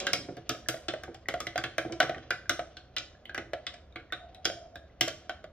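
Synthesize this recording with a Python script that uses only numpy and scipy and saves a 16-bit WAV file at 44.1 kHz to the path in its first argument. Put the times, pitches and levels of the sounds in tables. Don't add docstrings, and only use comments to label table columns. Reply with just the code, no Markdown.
import sys
import numpy as np
from scipy import signal
from scipy.fft import rfft, irfft
from scipy.io import wavfile
from scipy.ndimage import uniform_filter1d

SR = 44100
rng = np.random.default_rng(int(sys.argv[2]) if len(sys.argv) > 2 else 0)


def unload_audio(sound):
    columns = np.transpose(np.atleast_2d(sound))
    steps = np.round(np.clip(columns, -1, 1) * 32767)
    wavfile.write(sys.argv[1], SR, steps.astype(np.int16))


N = 243431
TIME = np.arange(N) / SR
RING = np.arange(SR * 3 // 10) / SR


def amp(db):
    return 10 ** (np.asarray(db) / 20)


def unit_rms(x):
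    return x / np.sqrt(np.mean(x ** 2) + 1e-20)


def unit_attack(x):
    return x / np.sqrt(np.mean(x[:SR // 54] ** 2) + 1e-20)


def curve_at(points, hz):
    f, value = np.transpose(points)
    return np.interp(np.log(hz + 1), np.log(f + 1), value)


def eq(x, points):
    hz = np.fft.rfftfreq(x.shape[-1], 1 / SR)
    return irfft(rfft(x) * amp(curve_at(points, hz)), x.shape[-1])


def add(mix, s, sound):
    part = mix[max(round(s * SR), 0):][:len(sound)]
    part += sound[:len(part)]


def decay(t60):
    return np.exp(-np.log(1000) * RING / max(t60, 1e-3))


def rise(seconds):
    return 1 - np.exp(-RING / seconds)


def modal(modes, spot_db=1.5, detune=0.013):
    sound = np.zeros(len(RING))
    for (hz, db, t60), (spot, shift, side) in zip(modes, rng.standard_normal((len(modes), 3))):
        tone = np.sin(2 * np.pi * hz * (1 + detune * shift) * RING)
        sound += np.sign(side) * amp(db + spot_db * spot) * decay(t60) * tone
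    return unit_attack(sound)


# f/Hz, level/dB, t60/s
THUD_MODES = [(122, -9.5, 0.2), (173, -14, 0.099), (247, -16, 0.11), (331.6, -4.5, 0.19),
              (396, -12.5, 0.022)]
# t/s, length/s, level/dB, slip rate/Hz, unevenness
JUDDERS = [(0.0, 0.19, -54.5, 205, 0.3), (0.159, 0.12, -53, 207, 0.36), (0.289, 0.043, -47.5, 210, 0.54),
           (1.897, 0.083, -42.5, 335, 0.02)]
def judders(low_cut_hz=170):
    out = np.zeros(N)
    low_cut = signal.butter(2, low_cut_hz, "high", fs=SR, output="sos")
    for s, length, db, rate_hz, uneven in JUDDERS:
        n = round(length * SR)
        wander = unit_rms(uniform_filter1d(rng.standard_normal(n), size=200))
        slip_count = np.floor(np.cumsum(rate_hz * np.exp(uneven * wander)) / SR)
        slips = np.diff(slip_count, prepend=0)
        rub = signal.fftconvolve(slips, modal(THUD_MODES) * decay(0.012))[:n]
        fade = signal.windows.tukey(n, .3) * np.linspace(1, .4, n)
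        add(out, s, amp(db) * unit_rms(signal.sosfilt(low_cut, rub) * fade))
    return out


# t/s, level/dB
SWIRL_RIDE = [(0, -41.5), (.3, -61), (0.801, -58.5), (0.999, -57), (1.2, -65.5), (1.601, -59), (2.2, -58.5),
              (2.65, -61.5), (3.5, -72), (3.65, -59.5), (3.85, -69.5), (4.2, -65.5), (4.95, -67.5),
              (5.2, -58.5), (5.52, -70)]
# f/Hz, level/dB
SWIRL_EQ = [(250, -25), (480, -6.5), (590, 0), (660, -13.5), (730, 2.5), (830, -29), (1000, -16.5),
            (1500, -18.5), (3200, -16.5), (6500, -27.5), (9000, -76)]
def swirl(trim_db=-2, lumpy_db=3):
    lumps = unit_rms(eq(rng.standard_normal(N), [(1, 0), (30, 0), (90, -60), (200, -120)]))
    swish = unit_rms(eq(rng.standard_normal(N) * amp(lumpy_db * lumps), SWIRL_EQ))
    return swish * amp(np.interp(TIME, *np.transpose(SWIRL_RIDE)) + trim_db)


# f/Hz, left-right correlation
ROOM_IMAGE = [(60, 1), (130, 0.98), (300, 0.94), (2000, 0.88), (3600, 0.2), (5000, 0.45), (7000, 0.8),
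              (8200, 0.97), (10000, 0.99), (11500, 0.97), (13000, 0.85), (14500, 0.5)]
def room_noise(n):
    left, other = rng.standard_normal((2, n))
    same = curve_at(ROOM_IMAGE, np.fft.rfftfreq(n, 1 / SR))
    right = irfft(same * rfft(left) + np.sqrt(1 - same ** 2) * rfft(other), n)
    return np.array([left, right])


# f/Hz, relative level/dB
HUM_EQ = [(12, -28.5), (25, -11), (49, -2.5), (68, 7), (111, -6), (180, -9), (330, -13), (480, -14),
          (656, -8.5), (850, -23.5), (1400, -21.5), (3200, -40.5), (6500, -46), (8500, -53), (13000, -51),
          (15000, -58)]
def hum(level_db=-56.5):
    return amp(level_db) * unit_rms(eq(room_noise(N), HUM_EQ))


def ring(modes, clatter, rise_s, linger=1, note_hz=0, share=0, note_t60=.05):
    low_hz, high_hz, clatter_db, clatter_t60 = clatter
    band = signal.butter(5, [low_hz, high_hz], "band", fs=SR, output="sos")
    dense = signal.sosfilt(band, rng.standard_normal(len(RING)) * decay(clatter_t60 * linger))
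    note = unit_attack(np.sin(2 * np.pi * note_hz * RING) * decay(note_t60))
    body = modal(modes) + amp(clatter_db) * unit_attack(dense)
    body = unit_attack(body - note * (body @ note) / (note @ note + 1e-20))
    share = np.clip(share, 0, 1)
    return unit_attack((np.sqrt(1 - share) * body + np.sqrt(share) * note) * rise(rise_s))


# f/Hz, level/dB, t60/s
AIR_MODES = [(579.6, -2.5, 0.044), (688, 2, 0.025), (736.5, -5, 0.056)]
WALL_MODES = [(1158, 1.5, 0.04), (1284, -2.5, 0.066), (1439, 0.5, 0.063), (1490, 0.5, 0.06),
              (1580, 0, 0.035), (1681, 0.5, 0.029), (1846, -0.5, 0.029), (2044, 8.5, 0.023),
              (2210, 3.5, 0.023), (2330, 0, 0.027)]
SPOON_MODES = [(2920, -1.6, 0.048), (3060, -2, 0.04), (3245, -0.65, 0.055), (3412, 0.8, 0.037),
               (3713, -1, 0.03), (3865, -0.77, 0.03)]
EDGE_MODES = [(4810, 2.5, 0.033), (5216, 0.5, 0.026), (5507, 3, 0.023), (5677, -0.5, 0.04),
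              (6370, -5, 0.02), (7120, -8, 0.022)]
TING_MODES = [(11500, 6.5, 0.02), (13400, -2, .025), (13500, 1, .025), (14900, -4, .018)]
# low f/Hz, high f/Hz, level/dB against the modes, base t60/s
THUD_CLATTER = (241, 503, -3, 0.1261)
AIR_CLATTER = (478.5, 773, -7.5, 0.0643)
WALL_CLATTER = (1206, 2395, 1.5, 0.1055)
SPOON_CLATTER = (2403.5, 4301.5, 2, 0.0779)
EDGE_CLATTER = (4720, 7800, 0.8, 0.021)
TING_CLATTER = (11500, 15000, 7, .012)
# f/Hz, level/dB
TICK_EQ = [(4000, -26), (6500, -6), (8000, 3), (9600, 5), (11000, 2), (12500, -2), (14000, -7),
           (15300, -11), (16300, -34)]
def knock(levels_db, tick_db, wall_hz, wall_share, spoon_share, linger, spoon_hz=3124, edge_hz=3300):
    wall_t60 = 0.034 * (1490 / wall_hz) ** 1.8
    thud = ring(THUD_MODES, THUD_CLATTER, rise_s=0.0011)
    air = ring(AIR_MODES, AIR_CLATTER, rise_s=0.00091)
    wall = ring(WALL_MODES, WALL_CLATTER, 0.00059, linger, wall_hz, wall_share, wall_t60)
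    spoon = ring(SPOON_MODES, SPOON_CLATTER, 0.0017, linger, spoon_hz, spoon_share, note_t60=0.013)
    edge = ring(EDGE_MODES, EDGE_CLATTER, 0.00027, linger, edge_hz, share=0.38, note_t60=0.0074)
    crack = unit_attack(eq(rng.standard_normal(len(RING)) * decay(.007), TICK_EQ) * decay(.3))
    ting = ring(TING_MODES, TING_CLATTER, rise_s=0.00016)
    trims_db = np.array([-1, 0, 1.26, -0.24, -1])
    body = amp(levels_db + trims_db) @ np.array([thud, air, wall, spoon, edge])
    return body + amp(tick_db - 3.5) * crack + amp(tick_db - 10) * ting


# t/s, wall level/dB; thud, spoon, edge level/dB against the wall;
# tick level/dB; wall, spoon, edge note f/Hz; wall note share, spoon note weight
CLINKS = [(0.002, -45.5, -10, 4, 7, -50, 2290, 3120, 5580, 0.95, 0.13),
          (0.0682, -32, -11.5, -0.5, -5, -43.5, 1603, 3210, 5360, 0.7, 0.48),
          (0.1327, -33.5, -5, 2.5, 7, -34.5, 2225, 3250, 5700, 0.52, 0.22),
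          (0.369, -55.5, 10, -5, -4.5, -63, 1665, 3730, 4660, 0.46, 0.31),
          (0.4934, -37.5, -2, 2.5, 4, -37, 1276, 3420, 5850, 0.52, 0.38),
          (0.6865, -36, -4, -1, 2.5, -31, 1434, 3020, 5590, 0.29, 0.2),
          (0.884, -40, 3, 5.5, 0, -58, 1625, 3550, 4880, 0.32, 0.42),
          (1.0358, -45.5, -6, -9, -7, -56.5, 1555, 3800, 5520, 0.71, 0.2),
          (1.1453, -59.5, -6, 1, 4, -66, 1490, 3400, 4855, 0.24, 0.33),
          (1.286, -33, -8, -7, -10, -44, 1987, 3280, 5600, 0.79, 0.2),
          (1.4037, -41, -7, -5, -0.5, -45, 1250, 3460, 5530, 0.66, 0.56),
          (1.469, -37.5, -9, -5, -8.5, -52, 2030, 3050, 5900, 0.92, 0.17),
          (1.558, -52, -11, 5, -0.5, -68, 2000, 3176, 4844, 0.44, 0.3),
          (1.5783, -33.5, -7.5, -8.5, -6, -48.5, 1552, 3450, 4700, 0.64, 0.5),
          (1.6391, -36.5, -7, 0.5, -9.5, -51, 1970, 3140, 4470, 0.27, 0.59),
          (1.782, -32.5, -11, -7, -9, -41.5, 1650, 3090, 5200, 0.48, 0.32),
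          (1.9234, -50.5, 0, 1, 4, -62, 2280, 3080, 5470, 0.29, 0.45),
          (2.0029, -25, -15, -4.5, -8.5, -38.5, 1486, 3720, 5600, 0.62, 0.15),
          (2.0289, -34, -3.5, -14, -8.5, -61, 1616, 3910, 5540, 0.52, 0.17),
          (2.1462, -45.5, -12, -12, -18, -80, 1830, 3100, 5600, 0.61, 0.31),
          (2.1815, -57.5, 6, 2.5, -7, -83, 1570, 3110, 5280, 0.67, 0.78),
          (2.3065, -29, -15.5, -10.5, -10, -44.5, 1552, 3430, 4720, 0.51, 0.43),
          (2.495, -27.5, -14, -4.5, -3, -35.5, 1514, 3740, 5500, 0.72, 0.55),
          (2.7691, -53, -10, 5, -1.5, -71, 1546, 4240, 4800, 0.87, 0.51),
          (2.9652, -40, -15.5, 7, -0.5, -50.5, 2000, 4130, 4866, 0.41, 0.14),
          (2.983, -42.5, -15, 0, 3, -66, 2340, 3500, 5430, 0.95, 0.23),
          (3.2551, -56, -6, 7, -22, -63, 2060, 3030, 6790, 1, 0.78),
          (3.295, -44, -13, -11.5, -24, -83, 1617, 3060, 5810, 0.95, 0.25),
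          (3.3467, -38, -15, -10.5, -12, -53, 1630, 3700, 5470, 0.63, 0.1),
          (3.3785, -38, -3.5, -8.5, -11, -55, 2040, 2480, 5630, 0.68, 0.29),
          (3.6672, -41.5, -16, 4, -1.5, -59, 2030, 3440, 4970, 0.71, 0.43),
          (3.741, -56.5, -11.5, -4.5, 0, -86, 2050, 3300, 5700, 0.22, 0.51),
          (3.925, -75, -4.5, 10, -5, -87, 2300, 3720, 4850, 0.85, 0.83),
          (3.959, -43.5, -5, -5, -19, -67, 2070, 4000, 4400, 0.32, 0.25),
          (4, -59, -7, -16, -21, -81, 2070, 2950, 4870, 0.2, 0.19),
          (4.124, -37.5, -10.5, -2, -16, -53, 1490, 3650, 5300, 0.66, 0.71),
          (4.134, -48, -13, 5.5, -12, -71, 1540, 3760, 5400, 0.13, 0.94),
          (4.347, -66.5, -14, 11.5, 2, -64, 2020, 3840, 4640, 0.26, 0.75),
          (4.4461, -56.5, -9, 8, 5.5, -70.5, 1540, 3270, 5240, 0.35, 0.34),
          (4.454, -34, -5, 3.5, 6, -37.5, 1534, 3170, 5230, 0.57, 0.6),
          (4.757, -48, -8, -3.5, -10, -61, 1644, 3650, 5440, 0.95, 0.64),
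          (5.0103, -31, -6.5, 5, 4.5, -31.5, 2040, 2970, 5706, 0.77, 0.45),
          (5.081, -42, -29.5, 2.5, 3, -45.5, 2060, 2980, 5560, 0.41, 0.31),
          (5.295, -41, -16, -3, -9.5, -59, 1514, 3190, 5300, 0.76, 0.56)]
def clinks():
    out = np.zeros(N)
    for s, wall, thud, spoon, edge, tick, wall_hz, spoon_hz, edge_hz, share, weight in CLINKS:
        air = -2 + 0.66 * thud
        levels_db = wall + np.array([thud, air, 0, spoon, edge])
        linger = 0.63 * amp(0.25 * spoon)
        blow = knock(levels_db, tick, wall_hz, share, 1.235 * weight, linger, spoon_hz, edge_hz)
        add(out, s - .0005, blow)
    return out


# t/s, level/dB
THUMPS = [(.287, -39.5), (1.08, -42.5), (1.8505, -37), (1.8987, -43), (2.0946, -42), (2.1623, -45),
          (2.506, -44), (5.019, -49)]
def thumps():
    out = np.zeros(N)
    balance_db = np.array([0.7, -3.5, -18, -34, -46.5])
    for s, db in THUMPS:
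        blow = knock(db + balance_db, -np.inf, wall_hz=1434, wall_share=.5, spoon_share=.3, linger=1)
        add(out, s - .0005, blow)
    return out


def plop(pitch_hz=780, spread=0.045, sag=0.3, glide_s=0.008):
    hz = pitch_hz * np.exp(spread * rng.standard_normal()) * (1 - sag * np.exp(-RING / glide_s))
    return unit_attack(np.sin(2 * np.pi * np.cumsum(hz) / SR) * decay(0.036) * rise(0.0016))


# t/s, level/dB, wall note f/Hz
HOLLOW_KNOCKS = [(.547, -48, 1260), (.7415, -39.5, 1440), (0.9374, -36.5, 1520), (1.1464, -51.5, 1474),
                 (1.34, -32.5, 1990), (1.558, -34.5, 2060), (1.782, -35.5, 1594), (2.0022, -25, 1425),
                 (2.0952, -32.5, 1900), (2.593, -34, 1283), (3.534, -32.5, 1710), (3.739, -52.5, 2120),
                 (4.4989, -40, 1596), (5.077, -38.5, 1650), (5.295, -41, 1470), (5.4417, -45.5, 1450)]
def hollow_knocks():
    out = np.zeros(N)
    balance_db = np.array([-14.5, -9, -8, -13, -18.5])
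    for s, db, wall_hz in HOLLOW_KNOCKS:
        blow = knock(db + balance_db, db - 25, wall_hz, wall_share=.4, spoon_share=.25, linger=0.33)
        add(out, s - .0005, blow + amp(db + 1.5) * plop())
    return out


# t/s, level/dB, starting f/Hz
BUBBLES = [(0.661, -53.5, 1710), (0.772, -56, 1900), (1.2575, -52, 1940), (2.457, -53.5, 1570),
           (3.151, -63, 1670), (4.1035, -58, 1870), (4.8984, -70, 2000)]
def bubbles(t60=0.014, glide_per_s=1.5):
    out = np.zeros(N)
    for s, db, hz in BUBBLES:
        cycles = hz * (RING + glide_per_s * RING ** 2 / 2)
        add(out, s, amp(db) * unit_attack(np.sin(2 * np.pi * cycles) * decay(t60) * rise(0.0026)))
    return out


# t/s, level/dB, centre f/Hz
SIZZLES = [(.687, -43, 12050), (2.496, -60, 15200), (2.966, -62, 13800)]
def sizzles(t60=0.14, width_hz=700):
    out = np.zeros(N)
    for s, db, hz in SIZZLES:
        band = signal.butter(2, [hz - width_hz / 2, hz + width_hz / 2], "band", fs=SR, output="sos")
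        hiss = signal.sosfilt(band, rng.standard_normal(len(RING)))
        add(out, s, amp(db) * unit_attack(hiss * decay(t60)))
    return out


# t/s, length/s, level/dB, f/Hz
DRAGS = [(4.158, 0.17, -55.5, 683), (4.301, 0.13, -59.5, 707), (4.531, 0.17, -53, 658),
         (4.699, 0.15, -59, 657)]
def drags(width_hz=30):
    out = np.zeros(N)
    for s, length, db, hz in DRAGS:
        n = round(length * SR)
        resonance = np.sin(2 * np.pi * hz * RING) * RING * np.exp(-2 * np.pi * width_hz * RING)
        moan = signal.fftconvolve(rng.standard_normal(n + len(RING) - 1), resonance, "valid")
        add(out, s, amp(db) * unit_rms(moan * signal.windows.tukey(n, .6)))
    return out


def crossfades(rate_hz):
    angle = 2 * np.pi * rate_hz * TIME
    return np.cos(angle), np.sin(angle)


# f/Hz, left-right correlation
CLOSE_IMAGE = [(600, 1), (2200, 0.97), (3600, 0.5), (4800, 0.72), (7000, 0.92), (9500, 0.995),
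               (11500, 0.96), (15000, 0.8)]
def close_scatter(x, length_s=0.0034):
    n = round(length_s * SR)
    scattered = np.zeros(N)
    for gain in crossfades(rate_hz=1.303):
        taps = unit_rms(rng.standard_normal(len(RING))[:n]) / np.sqrt(n)
        scattered += signal.oaconvolve(x * gain, taps)[:N]
    same = curve_at(CLOSE_IMAGE, np.fft.rfftfreq(N, 1 / SR))
    mid = irfft(rfft(x) * np.sqrt((1 + same) / 2), N)
    side = irfft(rfft(scattered) * np.sqrt((1 - same) / 2), N)
    return np.array([mid + side, mid - side])


# f/Hz, t60/s
ROOM_T60 = [(100, 0.83), (300, 0.48), (650, 0.38), (1500, 0.35), (3500, 0.36), (6500, 0.43), (9000, 0.37),
            (14000, 0.28)]
# f/Hz, level/dB
ROOM_EQ = [(100, 5.5), (300, -5), (650, -0.5), (1500, -3.5), (2200, -5), (3300, -3), (6800, -6), (9000, -6),
           (12500, -8.5), (15000, -20)]
def room_tail(predelay_s=.005, early_s=0.018):
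    t = np.arange(SR * 3 // 4) / SR
    taps = room_noise(len(t)) * (1 + np.exp(-t / early_s)) / 1.5
    hz, frame_s, bands = signal.stft(taps, SR, nperseg=256)
    rate = np.log(1000) / curve_at(ROOM_T60, hz)[:, None]
    fade = np.exp(-rate * frame_s) * np.sqrt(2 * rate / SR)
    tail = signal.istft(bands * fade * amp(curve_at(ROOM_EQ, hz))[:, None], SR, nperseg=256)[1]
    return np.pad(tail, ((0, 0), (round(predelay_s * SR), 0)))


def room(x):
    return sum(signal.fftconvolve((x * gain)[None], room_tail(), axes=1)[:, :N]
               for gain in crossfades(rate_hz=0.9074))


def scene(deep_send_db=-3):
    deep = hollow_knocks() + thumps()
    bright = clinks() + sizzles() + judders() + drags() + swirl() + bubbles()
    return close_scatter(bright + deep) + room(bright + amp(deep_send_db) * deep) + hum()


# f/Hz, level/dB
STEREO_BALANCE = [(50, 0), (110, -.5), (200, -1.5), (380, -3.8), (700, -1), (1290, 0), (2380, -.6),
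                  (4400, -.8), (8000, 0)]
# f/Hz, phase/rad
STEREO_PHASE = [(0, 0), (400, 0), (600, .5), (860, .7), (1120, .15), (1750, .2), (2400, .65), (2840, 1.2),
                (3450, .4), (3900, 1.6), (4400, 1.4), (5100, 2.1), (6100, 1.9), (7750, 3.1), (11300, 3.2),
                (13400, 3.9), (15300, 5.5)]
def record(dry, high_cut_hz=16200):
    hz = np.fft.rfftfreq(N + SR, 1 / SR)
    half = amp(curve_at(STEREO_BALANCE, hz) / 2) * np.exp(1j * curve_at(STEREO_PHASE, hz) / 2)
    stereo = irfft(rfft(dry, N + SR) * np.array([half, 1 / half]), N + SR)[:, :N]
    high_cut = signal.firwin(511, high_cut_hz, window=("kaiser", 9), fs=SR)
    return signal.oaconvolve(stereo, high_cut[None], "same")


dry = scene()
out = record(dry)
unload_audio(out)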